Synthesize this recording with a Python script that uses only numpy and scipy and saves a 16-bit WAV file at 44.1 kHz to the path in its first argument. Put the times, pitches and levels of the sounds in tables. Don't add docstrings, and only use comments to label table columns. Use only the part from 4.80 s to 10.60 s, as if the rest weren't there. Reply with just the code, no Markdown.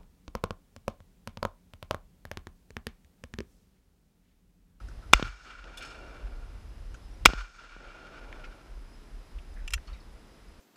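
import sys
import numpy as np
from scipy import signal
from scipy.fft import next_fast_len
from scipy.io import wavfile
from scipy.ndimage import uniform_filter1d

SR = 44100
rng = np.random.default_rng(int(sys.argv[2]) if len(sys.argv) > 2 else 0)


def dump_mix(stems):
    frames = np.atleast_2d(stems).T
    limited = np.clip(frames, -1, 1)
    pcm = np.round(limited * 32767).astype(np.int16)
    wavfile.write(sys.argv[1], SR, pcm)


def magnitude_from_level(level_db):
    exponent = np.asarray(level_db, float) / 20
    return 10 ** exponent


N = 255838
TIME = np.arange(N) / SR


def level(x, db):
    return x * magnitude_from_level(db) / np.sqrt(np.mean(x ** 2))


def ring(x, hz, width):
    return signal.lfilter(*signal.iirpeak(hz, hz / width, fs=SR), x)


def band(x, lo_hz, hi_hz):
    return signal.sosfilt(signal.butter(2, [lo_hz, hi_hz], "bandpass", fs=SR, output="sos"), x)


def noise():
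    return rng.standard_normal(N)


def fade(t60, rise=0.0003):
    age = TIME[:int(1.2 * t60 * SR)]
    return (1 - np.exp(-age / rise)) * np.exp(-np.log(1000) * age / t60)


def walk(rate):
    k = int(SR / rate)
    steps = np.repeat(rng.standard_normal(N // k + 1), k)
    return 0.38 * uniform_filter1d(uniform_filter1d(steps, k), k)[:N]


def put(s, sound):
    out, start = np.zeros(N), int(round(s * SR))
    out[start:start + len(sound)] = sound[:N - start]
    return out


def puff(t60, rise=0.0005):
    shape = fade(t60, rise)
    return shape * rng.standard_normal(SR)[:len(shape)]


def struck(hz, t60, rise):
    shape = fade(t60, rise)
    return shape * np.sin(2 * np.pi * hz * TIME[:len(shape)])


# (t/s, peak level/dB, half length/s)
JOLTS = [(0.0, -40, 0.036), (0.1, -40, 0.015), (0.172, -41.5, .025), (0.477, -37, .045),
         (0.873, -51.5, .12), (1.405, -47.5, 0.28), (1.436, -33, 0.017), (1.53, -35.5, 0.019),
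         (1.601, -38, 0.025), (1.755, -45, .04), (1.865, -40, 0.052), (2.07, -43, 0.071),
         (2.28, -41.5, .07), (2.58, -33.5, 0.04), (2.959, -53, 0.051), (3.07, -49.5, 0.021),
         (3.519, -45, 0.14), (3.67, -44, 0.024), (3.94, -40.5, 0.055), (4.024, -45.5, 0.032),
         (4.17, -49.5, 0.073), (4.349, -39, 0.043), (4.556, -34, 0.034), (4.72, -37.5, 0.062),
         (4.833, -32, .035), (4.948, -26.5, 0.031), (5.116, -35.5, 0.047), (5.31, -46, .07),
         (5.73, -53, .08)]
# (t/s, level/dB)
GUST = [(0.0, -41.5), (.24, -44.5), (.48, -37), (.58, -77), (1.45, -47), (1.92, -45), (2.0, -43.5),
        (2.37, -48.5), (2.47, -29.5), (2.65, -65.5), (2.8, -77.5), (3.63, -66), (3.83, -67), (4.6, -60),
        (4.94, -52.5), (5.02, -61), (5.4, -59), (5.8, -57)]
SWAY_DB = -57


def rumble():
    x = ring(ring(noise(), 35, 29), 33, 28)
    x = x / (np.abs(signal.hilbert(x, next_fast_len(N))[:N]) + 0.44 * x.std())
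    free = 1 - sum(put(s - .01, np.hanning(4400) ** .3) for s, *_ in SHOTS)
    effort = magnitude_from_level(SWAY_DB) + sum(magnitude_from_level(db) * np.exp(-((TIME - s) / half) ** 2) for s, db, half in JOLTS)
    knocks = band(level(x, 0.) * effort * free, 28, 65)
    wind = magnitude_from_level(np.interp(TIME, *np.transpose(GUST))) * free
    gusts = level(ring(ring(noise(), 44, 30), 44, 30), -2.) * wind
    flutter = level(band(band(noise(), 62, 115), 62, 115), -13.) * wind
    return knocks + gusts + flutter


# (f/Hz, level per Hz/dB)
AIR = [(80, -6.5), (113, -9.5), (226, -10), (640, -17.5), (1280, -21), (5120, -32), (7240, -38),
       (14500, -45.5)]
# (f/Hz, width/Hz, level/dB)
HISS_PEAKS = [(5032, 110, -76.5), (10000, 220, -79.5), (8060, 250, -87)]
AIR_DB = -56.5


def air():
    hz, db = np.transpose(AIR)
    swell, out = walk(0.39), 0
    for centre in 80 * 2 ** np.arange(0, 7.7, .5):
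        flicker = walk(8.3) * min(1.5, 600 / centre)
        part = band(noise(), centre * 2 ** -.25, centre * 2 ** .25)
        band_db = np.interp(np.log(centre), np.log(hz), db)
        out = out + magnitude_from_level(band_db + .6 * swell + flicker) * part
    peaks = sum(level(ring(noise(), f, width), peak_db) for f, width, peak_db in HISS_PEAKS)
    return level(out, AIR_DB) + peaks


DUCK_DB, DUCK_HOLD_S, DUCK_BACK_S = -14.5, 0.43, 0.35


def duck():
    db = 0
    for s, *_ in SHOTS:
        recovering = np.maximum(TIME - s - DUCK_HOLD_S, 0)
        db = db + DUCK_DB * (TIME > s) * np.exp(-recovering / DUCK_BACK_S)
    return magnitude_from_level(db)


# (t/s, peak
# level/dB, centre f/Hz, t60/s)
TICKS = [(.002, -46, 1350, 0.036), (.083, -46.5, 1480, 0.033), (.111, -53, 1470, 0.067),
         (.224, -51, 1350, .11), (.971, -40, 3500, 0.098), (1.0, -43, 1370, 0.81),
         (2.1425, -44, 1410, 0.033), (3.638, -43.5, 1410, 0.078), (5.068, -53.5, 4400, .1),
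         (5.128, -55.5, 3850, 0.18), (5.127, -56, 4400, .057), (5.201, -61, 4400, .061),
         (5.199, -59, 5200, .066)]
# (t/s, peak level/dB, centre f/Hz, t60/s)
SCUFFS = [(.083, -53, 6000, .067), (2.1423, -48.5, 2760, .058), (2.141, -50.5, 6290, .072),
          (3.527, -34.5, 2080, 0.011), (3.5272, -47, 900, 0.016), (3.639, -41.5, 2340, 0.075),
          (3.64, -56, 5000, .11), (4.585, -45, 2590, .039), (4.74, -58, 6500, .027),
          (4.76, -47.5, 1740, 0.36), (4.978, -38.5, 1710, 0.013), (5.071, -53.5, 5500, .1),
          (5.13, -58, 5500, .15), (5.076, -47, 1300, 0.27), (5.072, -49.5, 2700, .2),
          (5.125, -51.5, 2200, .25)]
TICK_WIDTH_HZ = 220
SCUFF_WIDTH, RISE_SHARE = 0.41, 0.02


def ticks():
    rows = [(*row, TICK_WIDTH_HZ) for row in TICKS]
    rows += [(*row, SCUFF_WIDTH * row[2]) for row in SCUFFS]
    out = 0
    for s, db, hz, t60, width in rows:
        rung = ring(ring(puff(t60, RISE_SHARE * t60), hz, width), hz, width)
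        out = out + put(s, magnitude_from_level(db) * rung / np.abs(rung).max())
    return out


# (blast t/s, blast level/dB, hammer lead/s, hammer level/dB)
SHOTS = [
    (0.3343, 3, .0045, -20),
    (2.458, 5, .005, -10.5),
]
# (case thump level/dB, delay/s)
RECOIL = [(-9, 0.01), (-10, .012)]
# (f/Hz, level/dB, rise/s, t60/s)
BLAST_MODES = [(330, -17, 0.00011, 0.0066), (1170, 5, 0.000091, 0.0072), (1350, -2, 0.00077, 0.018),
               (2064, -1.5, 0.0025, 0.019), (2356, 7, 0.0014, 0.012), (2820, -5, 0.0018, 0.026),
               (3520, -1, 0.000027, 0.012), (5200, -13.5, 0.00053, 0.018), (7800, -11, 0.000058, 0.011)]


def shots():
    out = 0
    limiter = magnitude_from_level(-9 * np.clip((TIME - .0024) / 0.0041, 0, 1))
    for (s, blast_db, lead, hammer_db), (thump_db, delay) in zip(SHOTS, RECOIL):
        rung = sum(put(0, -magnitude_from_level(db) * struck(hz, t60, rise)) for hz, db, rise, t60 in BLAST_MODES)
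        gas = put(0, band(puff(0.013, 0.00018), 1800, 10500))
        out = out + put(s, magnitude_from_level(blast_db) * limiter * (rung + magnitude_from_level(-10) * gas))
        rattle = puff(0.038, 0.00082)
        stock = magnitude_from_level(17.5) * ring(rattle, 2700, 500)
        clatter = magnitude_from_level(2.0) * band(band(rattle, 1700, 6800), 1000, 7700)
        out = out + put(s - lead, magnitude_from_level(hammer_db) * (stock + clatter))
        out = out + put(s + delay, magnitude_from_level(thump_db) * struck(45, 0.1, .008))
    return out


# (f/Hz, width/Hz, level/dB)
CASE = [(1415, 110, 5.5), (2330, 130, -6), (2760, 34, -5.5), (3500, 23, -10), (4400, 130, -14),
        (5200, 140, -11), (6500, 220, -18), (7850, 300, -24)]


def case(x, leak_db=-20):
    return sum(magnitude_from_level(db) * ring(x, hz, width) for hz, width, db in CASE) + magnitude_from_level(leak_db) * x


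# (t/s, peak level/dB, pulse
# length/ms, crackle level/dB)
SLAPS = [(0.3426, -22, .8, -31), (0.3964, -20, 1.2, -35), (0.4, -32, 1.1, -41), (0.4257, -20.5, 8.9, -28),
         (0.4264, -27, 1.8, -25.5), (0.467, -40, 2.5, -50), (0.841, -44.5, 1.5, -41),
         (2.466, -15.5, .8, -29.5), (2.4907, -23.5, 1.4, -40), (2.501, -28, 2.4, -37),
         (2.5346, -24, 4.1, -28), (2.9646, -37, 1.6, -60)]


def slaps():
    age = TIME[:900]
    shock = sum(put(s, magnitude_from_level(db) * (1 - age / ms * 3000) * np.exp(-age / ms * 2200))
                for s, db, ms, _ in SLAPS)
    rounded = band(band(shock, 60, 1900), 130, 2000)
    edges = sum(put(s, magnitude_from_level(db) * puff(0.015, 0.00017)) for s, _, _, db in SLAPS)
    crackle = magnitude_from_level(7.5) * ring(edges, 2900, 1400) + magnitude_from_level(-3.0) * ring(edges, 4800, 1000)
    return magnitude_from_level(3.5) * rounded + magnitude_from_level(8) * case(rounded) + band(band(crackle, 1000, 5800), 800, 6000)


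# (echo level/dB, stretch of the echo delays/1)
AIM = [(.5, 1.0), (0, 1.06)]
# (delay/s, level near 1.4 kHz/dB, boom relative level/dB, depth/s, t60/s)
BELTS = [(.008, -39, -12.5, 0.0036, 0.29), (.03, -45, -17.5, .06, .3), (.105, -43.5, -19, .04, .2),
         (0.168, -57, -15, 0.23, .4), (0.306, -53, -9.5, .03, .5), (.33, -54, -13.5, .3, 1.2),
         (.5, -57, 0, 0.075, 0.71), (.64, -54.5, -1.5, 0.125, 1.5), (.8, -56.5, 1, .3, 1.5)]
BELT_RISE_S = .006
TREBLE_NEAR_DB, TREBLE_MID_DB, TREBLE_FAR_DB, GRASS_S, AIR_LOSS_S = 1, -11, -21, .025, .25
HAZE_DB, HAZE_T60_S = -60.5, 1.8
CROWNS_DB, CROWNS_S, CROWNS_SPREAD_S = -66.5, 0.31, 0.03


def belts():
    mid, boom, top = 1e-12, 1e-12, 1e-12
    for (s, *_), (aim_db, stretch) in zip(SHOTS, AIM):
        age = np.maximum(TIME - s, 0)
        air_loss_db = (TREBLE_MID_DB - TREBLE_FAR_DB) * np.exp(-age / AIR_LOSS_S)
        grass_loss_db = (TREBLE_NEAR_DB - TREBLE_MID_DB) * np.exp(-age / GRASS_S)
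        dull_db = TREBLE_FAR_DB + air_loss_db + grass_loss_db
        top = top + (age > 0) * magnitude_from_level(HAZE_DB - 60 * age / HAZE_T60_S) ** 2
        top = top + magnitude_from_level(2 * CROWNS_DB) * np.exp(-((age - CROWNS_S) / CROWNS_SPREAD_S) ** 2)
        for delay, db, boom_db, depth, t60 in BELTS:
            since = np.maximum(age / stretch - delay, 0)
            decay = magnitude_from_level(db + aim_db - 60 * np.maximum(since - depth, 0) / t60)
            power = (decay * (1 - np.exp(-since / BELT_RISE_S))) ** 2
            mid = mid + power
            boom = boom + power * magnitude_from_level(2 * boom_db)
            top = top + power * magnitude_from_level(2 * dull_db)
    return np.sqrt(mid), np.sqrt(boom), np.sqrt(top)


def wash():
    mid_gain, boom_gain, top_gain = belts()
    mid = level(case(band(noise(), 750, 3400), leak_db=-13), 0.)
    mid = mid * mid_gain * magnitude_from_level(5.6 * walk(110) + 3.5 * walk(35))
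    boom = level(band(band(noise(), 210, 760), 200, 1800), 0.) * boom_gain
    deep = level(band(noise(), 87, 180), -41.) * boom_gain ** 0.45
    top = level(case(band(band(noise(), 3600, 6900), 2500, 12500), leak_db=-15.5), 0.)
    top = top * top_gain * magnitude_from_level(1.6 * walk(130))
    fizz = level(band(noise(), 10500, 13500), -23.5) * top_gain
    return band(mid + top, 400, 12000) + boom + deep + fizz


# (t/s, peak level/dB, t60/s, top edge f/Hz)
CLAY = [
    (0.9716, -32.5, 0.1, 13000),
    (1.0064, -34.5, 0.68, 4570),
    (1.023, -37, 0.085, 10900),
    (1.048, -40, 0.25, 8500),
    (1.1, -45.5, 0.48, 7130),
]


def clay():
    burst = 0
    for s, db, t60, top_hz in CLAY:
        crack = band(band(puff(t60, 0.00082), 1700, top_hz), 1500, 13000)
        burst = burst + put(s, magnitude_from_level(db) * crack)
    return magnitude_from_level(9.5) * magnitude_from_level(2.7 * walk(150)) * band(case(burst, leak_db=-22.5), 1440, 14000)


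# (t/s, level/dB, f/Hz, length/s)
CHIRPS = [
    (1.237, -78, 5600, 0.021),
    (1.275, -62, 5600, 0.025),
    (2.218, -64.5, 5150, .06),
    (2.306, -63, 5580, 0.016),
    (2.335, -61, 5700, .018),
    (4.117, -62.5, 5150, 0.062),
]


def chirps():
    out = 0
    for s, db, hz, length in CHIRPS:
        age = TIME[:int(length * SR)]
        note = (age * 62) % 1
        tone = np.sin(2 * np.pi * np.cumsum(hz * (1 + .03 * (note - .5))) / SR)
        out = out + put(s, magnitude_from_level(db) * np.sin(np.pi * note) * np.hanning(len(age)) ** .5 * tone)
    return out


# (t/s, peak level/dB, bright relative level/dB, rattle t60/s)
CLICKS = [
    (4.8767, -31, -4.5, 0.026),
    (4.905, -31.5, -3.5, 0.019),
    (4.9231, -40, 0, 0.025),
    (4.935, -17, -3.5, 0.031),
    (4.9387, -18, -6, 0.017),
]
# (f/Hz, level/dB, t60/s)
ACTION = [(1423, -6, 0.018), (1930, -7, 0.018), (2430, -3, 0.017), (2700, 6.5, 0.023), (3160, -5.5, 0.058),
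          (3550, -28, 0.039), (5320, 0, .022), (6000, -1.5, 0.088), (6830, -4, 0.045), (7390, -3, 0.016)]
CLICK_RISE_S = 0.0012


def action():
    grit = magnitude_from_level(2.8 * walk(900))
    dull = grit * sum(put(s, magnitude_from_level(db) * puff(t60, CLICK_RISE_S)) for s, db, _, t60 in CLICKS)
    bright = grit * sum(put(s, magnitude_from_level(db + rel_db) * puff(t60, CLICK_RISE_S / 2))
                        for s, db, rel_db, t60 in CLICKS)
    body = sum(magnitude_from_level(db) * ring(dull if hz < 4000 else bright, hz, 2.77 / t60) for hz, db, t60 in ACTION)
    clack = magnitude_from_level(-2) * band(dull, 2000, 2800)
    sizzle = magnitude_from_level(-6) * band(band(bright, 5000, 10100), 5000, 16000)
    return magnitude_from_level(12.0) * band(body, 910, 17000) + clack + sizzle


def scene():
    blasts = shots() + slaps() + wash()
    small = clay() + action() + ticks() + chirps()
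    background = rumble() + duck() * air()
    return (blasts + small + background)[None]


def roll_off(x):
    return signal.sosfilt(signal.butter(12, 15600, fs=SR, output="sos"), x)


def record(dry):
    rounded = 1.02 * np.tanh(dry + dry ** 3 / 3)
    lowpass = signal.ellip(8, .2, 50, 15100, fs=SR, output="sos")
    mix = np.clip(signal.sosfiltfilt(lowpass, rounded), -1, 1)
    return roll_off(mix)


dry = scene()
out = record(dry)
dump_mix(out)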